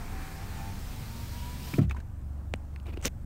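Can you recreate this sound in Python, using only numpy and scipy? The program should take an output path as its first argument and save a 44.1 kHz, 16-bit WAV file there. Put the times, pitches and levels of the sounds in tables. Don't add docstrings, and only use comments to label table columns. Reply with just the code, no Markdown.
import sys
import numpy as np
from scipy import signal
from scipy.fft import rfft, irfft, next_fast_len
from scipy.io import wavfile
from scipy.ndimage import uniform_filter1d

SR = 44100
rng = np.random.default_rng(int(sys.argv[2]) if len(sys.argv) > 2 else 0)


def log_audio(samples):
    frames = np.atleast_2d(samples).T
    limited = np.clip(frames, -1, 1)
    pcm = np.round(limited * 32767).astype(np.int16)
    wavfile.write(sys.argv[1], SR, pcm)


def attenuation_scalar(level_db):
    decades = np.asarray(level_db, float) / 20
    return 10 ** decades


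N = 143325


def evened(x):
    return x / np.sqrt(np.mean(x ** 2) + 1e-20)


def sine(turns):
    return np.sin(2 * np.pi * turns)


def read(points, hz):
    f, value = np.transpose(points)
    return np.interp(np.log(hz + 1), np.log(f + 1), value)


def curve(table, axis):
    rows = np.array(table)
    return np.interp(np.arange(N) / SR, rows[:, 0], rows[:, axis])


def add(mix, s, sound):
    part = mix[round(s * SR):][:len(sound)]
    part += sound[:len(part)]


def slow(rate_hz):
    t = np.arange(0, N + 64, 64) / SR
    rates = np.geomspace(rate_hz / 10, rate_hz, num=20)
    waver = sum(sine(f * t + rng.random()) / np.sqrt(f) for f in rates)
    return np.repeat(evened(waver), 64)[:N]


def wash(first, second, blend_s, patchy_db, size=1024):
    hop = size // 4
    frames, hz = N // hop + 5, np.fft.rfftfreq(size, 1 / SR)
    a, b, patches = rng.standard_normal((frames, len(hz), 3)).T
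    patches = uniform_filter1d(patches, size=12, axis=0)
    patches = evened(uniform_filter1d(patches, size=12, axis=1))
    blend = np.clip(np.arange(frames) * size / 4 / SR / blend_s, 0, 1)
    shape = read(first, hz)[:, None] * (1 - blend) + read(second, hz)[:, None] * blend
    audible = (hz > first[0][0] * 0.6)[:, None]
    z = (a + 1j * b) * attenuation_scalar(shape + patchy_db * patches) * audible
    return signal.istft(z, nperseg=size, noverlap=size * 3 // 4)[1][:N]


def colour(x, points):
    hz = np.fft.fftfreq(2048, 1 / SR)
    log_gain = np.log(attenuation_scalar(read(points, abs(hz))))
    taps = np.fft.ifft(np.exp(np.conj(signal.hilbert(log_gain)))).real[:1024]
    return signal.oaconvolve(x, taps)[:len(x)]


# (time [s], speed [Hz], hum level [dB])
SHAFT = [(0, 101.7, -49), (.1, 98, -57), (.25, 94.8, -55), (.38, 96.8, -58), (.44, 100.5, -52),
         (.5, 98, -55.5), (.62, 98.03, -49.5), (.745, 100.5, -55), (.84, 103.3, -59), (1.04, 111.5, -53),
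         (1.1, 113.1, -58.5), (1.3, 118.1, -57.5), (1.5, 121.6, -59), (1.76, 123.3, -62)]
# (multiple of shaft speed, level [dB], extra at full speed [dB])
SHAFT_ORDERS = [(0.987, 4.5, 3), (1.987, -0.5, 3), (3.93, -14.5, 7), (7.02, 1.5, -12), (7.95, 1.5, 0.9),
                (9.15, -0.5, -28), (14.17, -6, 0), (18.08, -4, -12), (18.84, -14, 4.5), (25.2, -11, -3)]
# (frequency [Hz], width [Hz], level [dB])
DOOR_PANEL = [(122, 58, 4), (237.3, 48, 3), (500, 230, -0.5), (757, 58, -0.3), (908, 42, -3),
              (965, 83, 2.5), (1716, 140, -3.5), (2340, 160, 6.5)]


def motor():
    slow_hz, fast_hz = 98, 119
    speed = curve(SHAFT, axis=1) * (1 + 0.005 * slow(29.9))
    turns, out = np.cumsum(speed) / SR, np.zeros(N)
    fast = np.clip((speed - slow_hz) / (fast_hz - slow_hz), 0, 1)
    for k, db, fast_db in SHAFT_ORDERS:
        modes = [attenuation_scalar(d) ** 2 / (1 + (2 * (k * speed - f) / w) ** 2) ** 2 for f, w, d in DOOR_PANEL]
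        panel = np.sqrt(sum(modes))
        rough = 1 + 0.32 * slow(24.92)
        blur = 0.065 * (k > 10) * slow(29.4) / 10
        tone = sine(round(k) * (turns + blur) + rng.random())
        out += attenuation_scalar(db + fast_db * fast) * panel * rough * tone
    stall_s = 0.013
    stall = np.clip((FRAME_BLOWS[1][0] + stall_s - np.arange(N) / SR) / stall_s, 0, 1)
    return np.sqrt(2) * attenuation_scalar(curve(SHAFT, axis=2)) * stall * out


# (time [s], hiss level [dB])
SLIDE = [(0.0, -54), (0.036, -54), (1.582, -50), (1.676, -47), (1.788, -48.5), (1.804, -62), (1.83, -57.5),
         (1.878, -85), (1.9, -70)]
# (frequency [Hz], density [dB per Hz])
GAP_WIDE = [(150, -6), (330, -7.5), (600, -17), (1000, -12.5), (2400, -17), (2900, -25.5), (6000, -26),
            (15800, -31.5)]
# (frequency [Hz], density [dB per Hz])
GAP_SHUT = [(150, 3), (260, -35), (340, -16), (2300, -20.5), (4600, -19.5), (6500, -24), (10000, -26),
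            (15800, -25)]


def seals():
    hiss = wash(GAP_WIDE, GAP_SHUT, blend_s=1.34, patchy_db=1.1)
    treble = signal.sosfilt(signal.butter(4, 3500, "high", fs=SR, output="sos"), hiss)
    level = np.sqrt(uniform_filter1d(treble ** 2, size=8192) + 1e-20)
    fade = np.clip((1.875 - np.arange(N) / SR) / 0.024, 0, 1)
    return hiss / level * attenuation_scalar(curve(SLIDE, axis=1) + 0.39 * slow(12.62)) * fade


# (multiple of firing rate, level [dB rms], extra with the window open [dB])
FIRING_ORDERS = [(1, -50, 7), (2, -50, 1), (3, -41, -6), (4, -50.5, -6), (5, -55, -22), (6, -56, -15),
                 (8, -66.5, 7.5), (9, -67, -1)]
# (frequency [Hz], density [dB per Hz])
RUMBLE = [(20, -9), (45, 1), (75, 5), (130, -2.5), (200, -6), (330, -14), (420, -31), (700, -45.5)]


def engine():
    firing_hz, waver_db = 23.42, 2.5
    turns = np.cumsum(firing_hz * (1 + 0.003 * slow(3.09))) / SR
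    gap = np.clip((1.8 - np.arange(N) / SR) / 0.85, 0, 1)
    hum = np.zeros(N)
    for k, db, open_db in FIRING_ORDERS:
        level = attenuation_scalar(db + open_db * gap + waver_db * slow(4.7))
        hum += level * np.sqrt(2) * sine(round(k) * turns + rng.random())
    rumble = evened(wash(RUMBLE, RUMBLE, 1, patchy_db=1.5, size=2048))
    return hum + attenuation_scalar(-45.5 + 3 * gap) * rumble


# (frequency [Hz], density [dB per Hz])
CABIN_AIR = [(300, -7.5), (600, -2), (1500, -9.5), (2000, -17.5), (4700, -31), (6000, -30), (8000, -25),
             (15800, -41)]


def cabin():
    return attenuation_scalar(-61) * evened(wash(CABIN_AIR, CABIN_AIR, 1, patchy_db=1.5))


# (time [s], blow level [dB], push length [s])
FRAME_BLOWS = [
    (1.733, -17.5, 0.0026),
    (1.7822, -7, 0.0013),
    (1.789, -8.5, 0.0043),
    (1.800, -21.5, 0.0016),
    (1.808, -6.5, 0.0044),
]
# (frequency [Hz], level [dB], t60 [s])
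DOOR_BODY = [(99.7, -7, 0.45), (139.6, 3, 0.22), (186, 2.5, 0.21), (226, -0.5, 0.071), (272.1, 2.5, 0.18),
             (351, 5.5, 0.047), (351, -17, 0.47), (425, -5, 0.064), (548, -11.5, .05), (620, -8, 0.095),
             (712, -10.5, 0.11), (1260, -20, .04)]


def thump():
    t, push = np.arange(SR // 2) / SR, np.zeros(N)
    for s, db, length in FRAME_BLOWS:
        shape = np.hanning(round(length * SR) + 2)
        add(push, s, attenuation_scalar(db) * shape / shape.sum())
    ring = np.zeros(len(t))
    for k, (hz, db, t60) in enumerate(DOOR_BODY):
        ring += (-1) ** k * attenuation_scalar(db - 60 * t / t60) * sine(hz * t)
    out = 0.19 * signal.oaconvolve(push, ring)[:N]
    rise_s, sway_t60 = 0.07, 0.73
    sway = attenuation_scalar(-25.5 - 60 * np.maximum(t - rise_s, 0) / sway_t60) * np.minimum(t / rise_s, 1)
    add(out, 1.82, sway * sine(68.06 * t))
    return out


# (time [s], peak level [dB], pitch [Hz], t60 [s], wide snap level [dB])
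TICKS = [(1.7371, -39, 990, 0.045, -17), (1.737, -28.5, 2300, 0.045, -10), (1.785, -34, 1260, 0.065, -9),
         (1.8966, -40.5, 1880, 0.052, -15), (1.9098, -33.5, 2130, 0.026, 1),
         (1.9655, -41, 1530, 0.052, -15), (2.0012, -42.5, 1700, 0.046, -23), (2.547, -52, 2900, 0.05, -6),
         (2.737, -45, 600, 0.033, -28), (2.7606, -38.5, 2200, 0.013, -3),
         (2.9713, -32.5, 2770, 0.022, -12.5)]
# (frequency [Hz], density [dB per Hz])
PLASTIC = [(300, -22), (900, 6.5), (2510, 12), (4120, -22), (5940, -20), (15800, -20)]
KNOCK_TIMES = [2.5398, 2.5386, 2.889, 2.942, 2.9745, 3.05, 3.0565, 3.0565]
# (peak level [dB], pitch [Hz], t60 [s])
KNOCKS = [
    (-26, 237, 0.03),
    (-18, 630, 0.0059),
    (-34.5, 365, 0.022),
    (-39, 327, 0.051),
    (-27, 355, 0.026),
    (-50, 85, 0.11),
    (-24, 266, 0.042),
    (-22.5, 480, 0.027),
]


def ticks():
    out, t = np.zeros(N), np.arange(SR // 8) / SR
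    noise = rng.standard_normal((len(TICKS), len(t)))
    r = np.exp(-np.pi * 220 / SR)
    crack = colour(1.0 * (t == 0), PLASTIC)
    crack = crack / abs(crack).max()
    for (s, db, hz, t60, snap_db), puff in zip(TICKS, noise):
        snap = attenuation_scalar(snap_db) * evened(colour(puff, PLASTIC))
        poles = [1, -2 * r * np.cos(2 * np.pi * hz / SR), r * r]
        ring = evened(signal.lfilter([1, 0, -1], poles, puff))
        add(out, s + 0.000982, attenuation_scalar(db + snap_db) * 2.06 * crack)
        add(out, s, attenuation_scalar(db - 60 * t / t60) * np.minimum(t / 0.0027, 1) * (snap + 0.51 * ring))
    for s, (db, hz, t60) in zip(KNOCK_TIMES, KNOCKS):
        add(out, s, -attenuation_scalar(db - 60 * t / t60) * sine(hz * t))
    return out


def rub(start, length, db, peak, shade, grains_per_s=15000, spread_db=3.0):
    n = round(length * SR)
    chance, side, size = rng.random((SR // 8, 3))[:n].T
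    slips = (chance < grains_per_s / SR) * np.sign(side - 0.5) * attenuation_scalar(-spread_db * np.log(size + 0.011))
    u, peak = np.arange(n) / n, np.clip(peak, 0.05, 0.95)
    stroke = np.minimum(u / peak, (1 - u) / (1 - peak)) ** 0.51
    return start, attenuation_scalar(db) * evened(stroke * evened(colour(slips, shade)))


# (start [s], length [s], level [dB], peak place [0-1])
RUBS = [
    (1.8, 0.061, -48, 0.4),
    (1.892, 0.042, -47.5, 0.6),
    (1.938, 0.074, -54.5, 0.74),
    (2.536, 0.025, -58, 0.3),
    (2.853, 0.048, -50, 0.35),
    (2.878, 0.038, -49, 0.56),
    (2.921, 0.028, -50, 0.6),
    (2.959, 0.017, -51, 0.9),
    (2.981, 0.044, -54.5, 0.7),
]
# (frequency [Hz], density [dB per Hz])
CLOTH = [(300, -2.5), (700, -10), (1700, -21), (2500, -16), (3300, -22.5), (5000, -33), (7500, -36.5),
         (15800, -37)]
# (length [s], level [dB], peak place [0-1])
SCRAPE = (0.039, -34, 0.4)
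# (frequency [Hz], density [dB per Hz])
SCRAPE_COLOUR = [(100, -6), (520, -7.5), (868, -24), (2160, -17.5), (4930, -24), (6090, -17), (8000, -28),
                 (15800, -29)]
# (length [s], level [dB], peak place [0-1])
BRUSH = (0.069, -51.5, 0.044)
# (frequency [Hz], density [dB per Hz])
BRUSH_COLOUR = [(500, 1), (2500, 3), (5000, -18), (6100, -11), (8500, -10), (10500, -20), (15800, -16)]


def hands():
    out = np.zeros(N)
    for row in RUBS:
        add(out, *rub(*row, CLOTH))
    add(out, *rub(3.044, *SCRAPE, SCRAPE_COLOUR, grains_per_s=20000))
    add(out, *rub(3.024, *BRUSH, BRUSH_COLOUR))
    return out


# (time [s], peak level [dB], pitch [Hz], t60 [s], bright edge level [dB])
CLICKS = [(1.8962, -45, 6460, 0.0068, -2), (1.9102, -32.5, 2290, .014, -11), (1.9115, -44, 2590, .04, -15),
          (1.9475, -53, 4180, .008, -6), (1.969, -58, 6600, .01, 2), (2.0023, -55, 5030, 0.0066, 6),
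          (2.006, -58, 3960, .008, 2), (2.5387, -14.5, 2350, 0.0024, -17),
          (2.5385, -28.5, 6020, 0.0036, -17), (1.8965, -47, 3660, 0.032, -18),
          (1.9475, -38.5, 984, 0.032, -25), (1.9641, -41.5, 1006, 0.047, -22),
          (2.5412, -42, 2500, 0.0074, -14), (2.5592, -45, 8300, .005, -15), (2.7605, -48, 4360, 0.0067, -5),
          (2.8003, -43, 2900, 0.0049, -8), (2.8305, -56, 7500, .006, -8), (2.8585, -49, 2370, 0.023, -18),
          (2.868, -47, 3800, 0.0072, -6), (2.8874, -48, 2700, .015, -18), (2.9395, -45, 2480, 0.027, -18),
          (2.972, -48, 4160, .008, -10), (3.0145, -49, 7000, .006, 2), (3.0253, -44, 6200, .008, -4)]
# (time [s], peak level [dB], pitch [Hz])
SLIPS = [(3.0267, -39, 8140), (3.0303, -42, 6200), (3.0337, -37, 2300), (3.0363, -43, 7500),
         (3.0382, -38, 7000), (3.0414, -31, 7800), (3.0447, -38, 6300), (3.0472, -34, 6500),
         (3.0507, -19.5, 2320), (3.0535, -25, 4240), (3.0552, -14.5, 6100), (3.0556, -22, 8560),
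         (3.0608, -23, 5840), (3.0632, -32, 2200), (3.0665, -26, 6000), (3.0738, -30, 14500),
         (3.0787, -41, 4470), (3.0797, -28, 2500)]
# (frequency [Hz], density [dB per Hz])
EDGE = [(500, -5), (2500, -4.5), (6000, -4), (9000, -6.5), (12500, -16), (15800, -16)]


def clicks():
    out, t = np.zeros(N), np.arange(SR // 20) / SR
    slip_t60, slip_edge_db = 0.0047, -6.5
    rows = [*CLICKS, *((*row, slip_t60, slip_edge_db) for row in SLIPS)]
    noise = rng.standard_normal((len(rows), len(t)))
    for (s, db, hz, t60, edge_db), puff in zip(rows, noise):
        edge = attenuation_scalar(edge_db) * evened(colour(puff, EDGE))
        envelope = attenuation_scalar(db - 60 * t / t60) * np.minimum(t / 0.000092, 1)
        add(out, s, envelope * (edge - sine(hz * t)))
    return out


def scene():
    window = motor() + seals() + thump()
    return (window + engine() + cabin() + ticks() + hands() + clicks())[None]


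def top_cut(x):
    return signal.sosfilt(signal.butter(12, 16380, fs=SR, output="sos"), x)


def record(dry):
    notch_hz, notch_width_hz, notch_db, edge_hz = 10410, 550, -5.5, 15830
    size = next_fast_len(N + SR // 4)
    hz = np.fft.rfftfreq(size, 1 / SR)
    notch = attenuation_scalar(notch_db * np.exp(-((hz - notch_hz) / notch_width_hz) ** 2))
    port = notch * np.clip((edge_hz - hz) / 100, 0, 1)
    settle = np.minimum(np.arange(N, 0, -1) / 128, 1)
    padded = np.pad(dry * settle, ((0, 0), (0, size - N)))
    mix = irfft(rfft(padded) * port, size)[:, :N]
    return top_cut(mix)


dry = scene()
out = record(dry)
log_audio(out)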